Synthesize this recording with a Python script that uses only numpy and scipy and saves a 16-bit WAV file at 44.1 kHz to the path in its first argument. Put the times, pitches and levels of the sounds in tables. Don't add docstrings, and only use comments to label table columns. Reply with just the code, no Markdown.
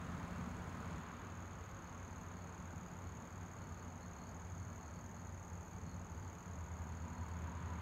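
import sys
import numpy as np
from scipy import signal
from scipy.fft import rfft, irfft, next_fast_len
from scipy.io import wavfile
from scipy.ndimage import uniform_filter1d, map_coordinates

SR = 44100
rng = np.random.default_rng(int(sys.argv[2]) if len(sys.argv) > 2 else 0)


def wav_record(signal):
    frames = np.transpose(np.atleast_2d(signal))
    bounded = np.clip(frames, -1, 1)
    quanta = np.round(bounded * 32767).astype(np.int16)
    wavfile.write(sys.argv[1], SR, quanta)


N = 344421
TIME = np.arange(N) / SR
FIRING_HZ, FLAPS_PER_FIRING = 38.6, 2.5


def amp(db):
    return 10 ** (np.asarray(db) / 20)


def unit(x):
    return x / np.sqrt(np.mean(x ** 2) + 1e-20)


def curve(rows):
    return np.interp(TIME, *np.transpose(rows))


def bump(s, half):
    return np.exp(-.5 * ((TIME - s) / half) ** 2)


def swells(rows):
    return sum(db * bump(s, half) for s, db, half in rows)


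def noise():
    return rng.standard_normal(N)


def wobble(rate):
    return map_coordinates(rng.standard_normal(int(N * rate / SR) + 4), [np.arange(N) * rate / SR])


def filtered(x, response):
    size = next_fast_len(N + SR // 2)
    return irfft(rfft(x, size) * response(np.fft.rfftfreq(size, 1 / SR)), size)[:N]


def coloured(x, points):
    hz, db = np.transpose(points)
    return unit(filtered(x, lambda f: amp(np.interp(np.log(f + 1), np.log(hz), db))))


def resonate(x, modes, low_hz, high_hz):
    def ring(f):
        return sum((-1) ** k * amp(db) * 1j * f * width / (hz * hz - f * f + 1j * f * width)
                   for k, (hz, width, db) in enumerate(modes))
    band = signal.butter(3, [low_hz, high_hz], "band", fs=SR, output="sos")
    return unit(signal.sosfilt(band, filtered(x, ring)))


def steadied(x, span_s, share):
    power = np.abs(uniform_filter1d(x ** 2, int(span_s * SR))) + 1e-9
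    return unit(x / power ** (share / 2))


def early(ease_s=1, fall_s=.011):
    return np.clip(1 - (TIME - ease_s) / fall_s, 0, 1)


def nearing(turn_s=6.32):
    return np.maximum(TIME - turn_s, 0)


def background(rumble_db=-61.5, hiss_db=-76):
    # f/Hz, relative level/dB
    rumble_tone = [(5, -51), (23, -34), (29, -7), (38, -7.5), (50, -3.5), (70, 3), (80, 1), (110, -20),
                   (300, -100)]
    # f/Hz, relative level/dB
    hiss_tone = [(1500, -12), (4000, 2), (5500, 5.5), (7400, 9.5), (8100, 1.5), (9000, 0.5), (11000, -2.1),
                 (14000, -9), (15700, -1.5)]
    rumble = steadied(coloured(noise(), rumble_tone), span_s=.2, share=.89)
    rumble *= amp(rumble_db + 5 * early() + 3.5 * bump(5.78, .12))
    return rumble + amp(hiss_db + 4 * early()) * coloured(noise(), hiss_tone)


def scuff(at_s=7.29, level_db=-68.5):
    rustle = coloured(noise(), [(1000, -7), (4500, 9), (9000, 3), (14500, -1)])
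    return amp(level_db) * bump(at_s, .0055) * rustle


def squeal(steady_db=-84):
    # t/s, level/dB, half length/s, f/Hz
    peaks = [(.5, -80.5, .48, 4300), (1.86, -81, .05, 4350), (2.4, -84, 0.13, 4400),
             (2.87, -84, .035, 4850), (3.05, -85, .06, 4320), (3.6, -80, .03, 4270), (3.8, -81, .07, 4450),
             (4.04, -76, .025, 4290), (4.2, -75, .045, 4290), (4.28, -78, .035, 4520),
             (4.5, -85, .05, 4850), (4.85, -77, .06, 4300), (4.983, -79, 0.055, 4470),
             (5.91, -75, 0.049, 4330), (6.2, -83, .09, 4680), (7.0, -80, .07, 4420), (7.17, -78, .06, 4270)]
    def flicker(hz):
        loudness = amp(3 * wobble(22))
        pitch = hz + 70 * wobble(15) + 130 * wobble(450)
        return unit(loudness * np.sin(2 * np.pi * np.cumsum(pitch) / SR))
    wavering = .75 * np.exp(1.2j * wobble(70)) * amp(3 * wobble(50))
    raspy = wavering + .65 * (wobble(400) + 1j * wobble(400))
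    size, phase = np.abs(raspy), np.angle(raspy)
    tones = sum(amp(db) * bump(s, half) * np.cos(2 * np.pi * hz * TIME + phase)
                for s, db, half, hz in peaks)
    return size * tones + amp(steady_db) * unit(flicker(hz=4340) + .5 * flicker(hz=4690))


def hum(hz=81.6, start_s=6.4, rise_s=.23, level_db=-50, db_per_s=.8):
    age = np.maximum(TIME - start_s, 0)
    tone = np.sqrt(2) * np.sin(2 * np.pi * hz * TIME + .17 * wobble(1.58))
    return np.minimum(age / rise_s, 1) * amp(level_db + db_per_s * age) * tone


def flapping(firings):
    skips = uniform_filter1d(np.round(.9 * wobble(2.2)) / 2, SR // 10)
    return FLAPS_PER_FIRING * firings + 1 / 4 + skips + .035 * wobble(20)


def chirp_echoes(x):
    # delay/ms, relative level/dB
    echoes = [(2.3, -21), (5.1, -17), (8.4, -11.5)]
    delayed = lambda ms: map_coordinates(x, [np.arange(N) - (ms + .05 * wobble(.8)) * SR / 1000])
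    return unit(x + sum(amp(db) * delayed(ms) for ms, db in echoes))


def belt(firings, pitch_hz=6690, lowest_hz=6200, rise_ms=1.34, fade_ms=3.17, slack_db=-11, spent_db=-6):
    # t/s, level/dB
    chirp_levels = [(0.6, -70), (1.9, -66.5), (3.3, -67), (4.6, -65.5), (5.9, -66.5), (6.95, -66),
                    (7.8, -68)]
    # f/Hz, width/Hz, relative level/dB
    pulley_modes = [(6250, 200, -6.5), (6870, 160, -9)]
    # f/Hz, relative level/dB
    sizzle_tone = [(11300, -10), (12100, -5), (12500, -25), (13500, -9), (13900, -22), (14800, -52)]
    flaps = flapping(firings)
    number = np.arange(np.ceil(flaps[0]), flaps[-1])
    at = np.interp(number, flaps, np.arange(N)).astype(int)[:, None]
    nearest_to_firing = np.round(np.interp(np.arange(firings[-1]), firings, flaps))
    tugged = np.isin(number, nearest_to_firing)[:, None]
    spent = firings[at] % 1 < 1 / FLAPS_PER_FIRING
    size, detune, start = rng.standard_normal((len(number), 3)).T[..., None]
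    lag = np.arange(-SR // 200, SR // 80)
    ms = lag * 1000 / SR
    shape = np.exp(np.where(ms < 0, -.5 * (ms / rise_ms) ** 2, -np.abs(ms / fade_ms) ** 1.16))
    strength = amp(np.where(tugged, .8 * size, slack_db + spent_db * spent + 2.5 * size))
    fall_hz_per_ms = np.where(tugged, 140, 84)
    hz = np.maximum(pitch_hz - fall_hz_per_ms * ms, lowest_hz) + 25 * detune + 25 * wobble(1.49)[at]
    phase = 2 * np.pi * (np.cumsum(hz, axis=1) / SR + start)
    positions = np.maximum(at + lag, 0).ravel()
    line_up = lambda rows: unit(np.bincount(positions, rows.ravel(), N)[:N])
    chirps = chirp_echoes(line_up(strength * shape * np.sin(phase)))
    octave_shape = np.sqrt(strength) * shape ** np.where(ms < 0, 1, .7)
    octave = chirp_echoes(line_up(octave_shape * np.sin(2 * phase))) * amp(1.2 * wobble(12))
    rubbing = amp(-14) * resonate(noise(), pulley_modes, low_hz=6050, high_hz=7100)
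    sizzle = amp(-90) * coloured(noise(), sizzle_tone)
    return amp(curve(chirp_levels)) * (chirps + rubbing) + amp(-84.5) * octave + sizzle


def engine_cover(facing_db, low_db=-67.5, near_db=-61, upper_db=-65):
    # f/Hz, width/Hz, relative level/dB
    low_modes = [(871, 20, 4), (937, 50, -1)]
    # f/Hz, width/Hz, relative level/dB
    near_modes = [(927, 24, 0), (996, 17, 2.5)]
    # f/Hz, width/Hz, relative level/dB
    upper_modes = [(985, 20, 0.5), (1061, 16, 1.5), (1140, 15, -2), (1270, 41, -1), (1450, 17, -2),
                   (1510, 20, -4)]
    low = amp(low_db) * resonate(noise(), low_modes, low_hz=782, high_hz=1065)
    fade_in = np.minimum(nearing(), 1)
    near = amp(near_db) * fade_in * resonate(noise(), near_modes, low_hz=850, high_hz=1070)
    turn_db = 2 * np.minimum(facing_db - facing_db[-1], 2)
    upper = amp(upper_db + turn_db) * resonate(noise(), upper_modes, low_hz=915, high_hz=1590)
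    return low + near + upper


def puffs(firings, depth):
    return noise() * (1 + depth * np.cos(2 * np.pi * firings))


def cab_walls(x, count=14, echo_db=-27):
    delays_s = rng.uniform(.002, .022, count)
    echoes = sum(rng.choice([-1, 1]) * np.roll(x, int(s * SR)) for s in delays_s)
    return x + amp(echo_db) * echoes


def engine_clatter(firings, facing_db):
    # f/Hz, relative level/dB
    dull_tone = [(150, -39), (290, 0), (370, 0.5), (480, -2), (650, -1.5), (800, -1), (900, -3.5),
                 (1050, -2.5), (1400, -9), (2200, -16), (4000, -49), (9000, -88)]
    # f/Hz, relative level/dB
    bright_tone = [(600, -44), (950, -4), (1200, 0.5), (1500, -2.5), (1800, -7.5), (2300, -10), (2800, -15),
                   (3600, -18.5), (4400, -23.5), (5200, -29.5), (8000, -67), (15000, -71)]
    dull_db = -58.5 + 2 * early() + .16 * (facing_db - facing_db.mean())
    dull = amp(dull_db) * coloured(puffs(firings, depth=.031), dull_tone)
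    bright = amp(facing_db - .2) * coloured(puffs(firings, depth=.079), bright_tone)
    return cab_walls(dull + bright)


def singing(hz, waver):
    return np.sqrt(2) * np.sin(2 * np.pi * hz * TIME + waver * wobble(5))


def engine_boom(firings):
    # f/Hz, width/Hz, relative level/dB
    air_modes = [(77.4, 30.6, -9), (93.8, 12.8, -3), (118.6, 37, -14)]
    # f/Hz, width/Hz, relative level/dB
    panel_modes = [(140.2, 36, -9), (174.5, 22.8, -4.5), (236.2, 30, -9), (283.2, 23, -18)]
    # t/s, level change/dB, half length/s
    air_surges = [(1.08, -4.5, .05), (1.38, 1.5, 0.067), (1.87, -6.5, .04), (2.08, 1, 0.078),
                  (2.57, -4, 0.028), (2.73, 2, .05), (2.88, -12, 0.03), (3.07, 4, 0.037),
                  (3.25, -12, 0.026), (3.41, 3, 0.028), (3.48, -3, 0.024), (3.58, 0.5, .04),
                  (3.73, 1.5, 0.038), (3.87, 0.5, .025), (4.19, -10, 0.045), (4.42, -3, 0.019),
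                  (4.58, 5, 0.097), (4.84, -3.5, 0.049), (5.08, -0.5, .04), (5.19, -2, 0.034),
                  (5.33, 2.5, 0.063), (5.46, -3.5, .03), (5.55, 3.5, .035), (5.68, -7.5, 0.028),
                  (5.82, 2.5, 0.036), (5.98, 3.5, 0.026), (6.08, -9, 0.016), (6.22, 3.5, 0.098),
                  (6.39, -7, 0.033), (7.22, 4, .04), (7.66, 5.5, 0.035)]
    # t/s, level change/dB, half length/s
    panel_surges = [(.16, 4, 0.02), (.4, 4.5, 0.044), (.65, -2.5, 0.034), (1.25, -2, .03),
                    (1.47, -2.5, 0.042), (1.68, -4, 0.03), (1.79, -2.5, .025), (2.0, -1.5, .06),
                    (2.4, 2, 0.037), (2.8, 3, 0.05), (4.0, -3.5, 0.023), (4.5, -1, .025),
                    (4.87, -3.5, .025), (5.4, -2.5, 0.032), (5.92, 6, 0.037), (6.28, -2.5, 0.067)]
    air_swell, panel_swell = swells(air_surges), swells(panel_surges)
    air = resonate(puffs(firings, depth=.15), air_modes, low_hz=56.6, high_hz=130.5)
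    air += amp(-2.5 + air_swell - 6 * nearing()) * singing(hz=91.56, waver=.83)
    air = steadied(air, span_s=.097, share=.95)
    panels = resonate(puffs(firings, depth=.24), panel_modes, low_hz=115.5, high_hz=334)
    panels += amp(-5 + panel_swell) * singing(hz=178.5, waver=.65)
    panels = steadied(panels, span_s=.14, share=1)
    air_db = -53.5 + 2 * early() + .23 * (TIME - N / SR / 2) + air_swell
    panel_db = -56 + 5.5 * early() + 2 * nearing() + .9 * wobble(13) + panel_swell
    return amp(air_db) * air + amp(panel_db) * panels


def scene():
    # t/s, lead over a steady pace/firings
    idle_drift = [(0, .27), (1.7, -.24), (4.2, -.72), (6.9, -.17), (7.81, -.5)]
    # t/s, level/dB
    facing_levels = [(0.0, -57), (.35, -56.5), (.58, -58.5), (.9, -56.5), (1.24, -58), (1.42, -60),
                     (5.46, -65), (7, -62.5), (7.81, -58)]
    firings = FIRING_HZ * TIME + curve(idle_drift)
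    facing_db = curve(facing_levels)
    engine = engine_boom(firings) + hum() + engine_clatter(firings, facing_db) + engine_cover(facing_db)
    return (engine + belt(firings) + squeal() + scuff() + background())[None]


def record(dry, top_hz=15720):
    return np.array([filtered(x, lambda f: f < top_hz) for x in dry])


dry = scene()
out = record(dry)
wav_record(out)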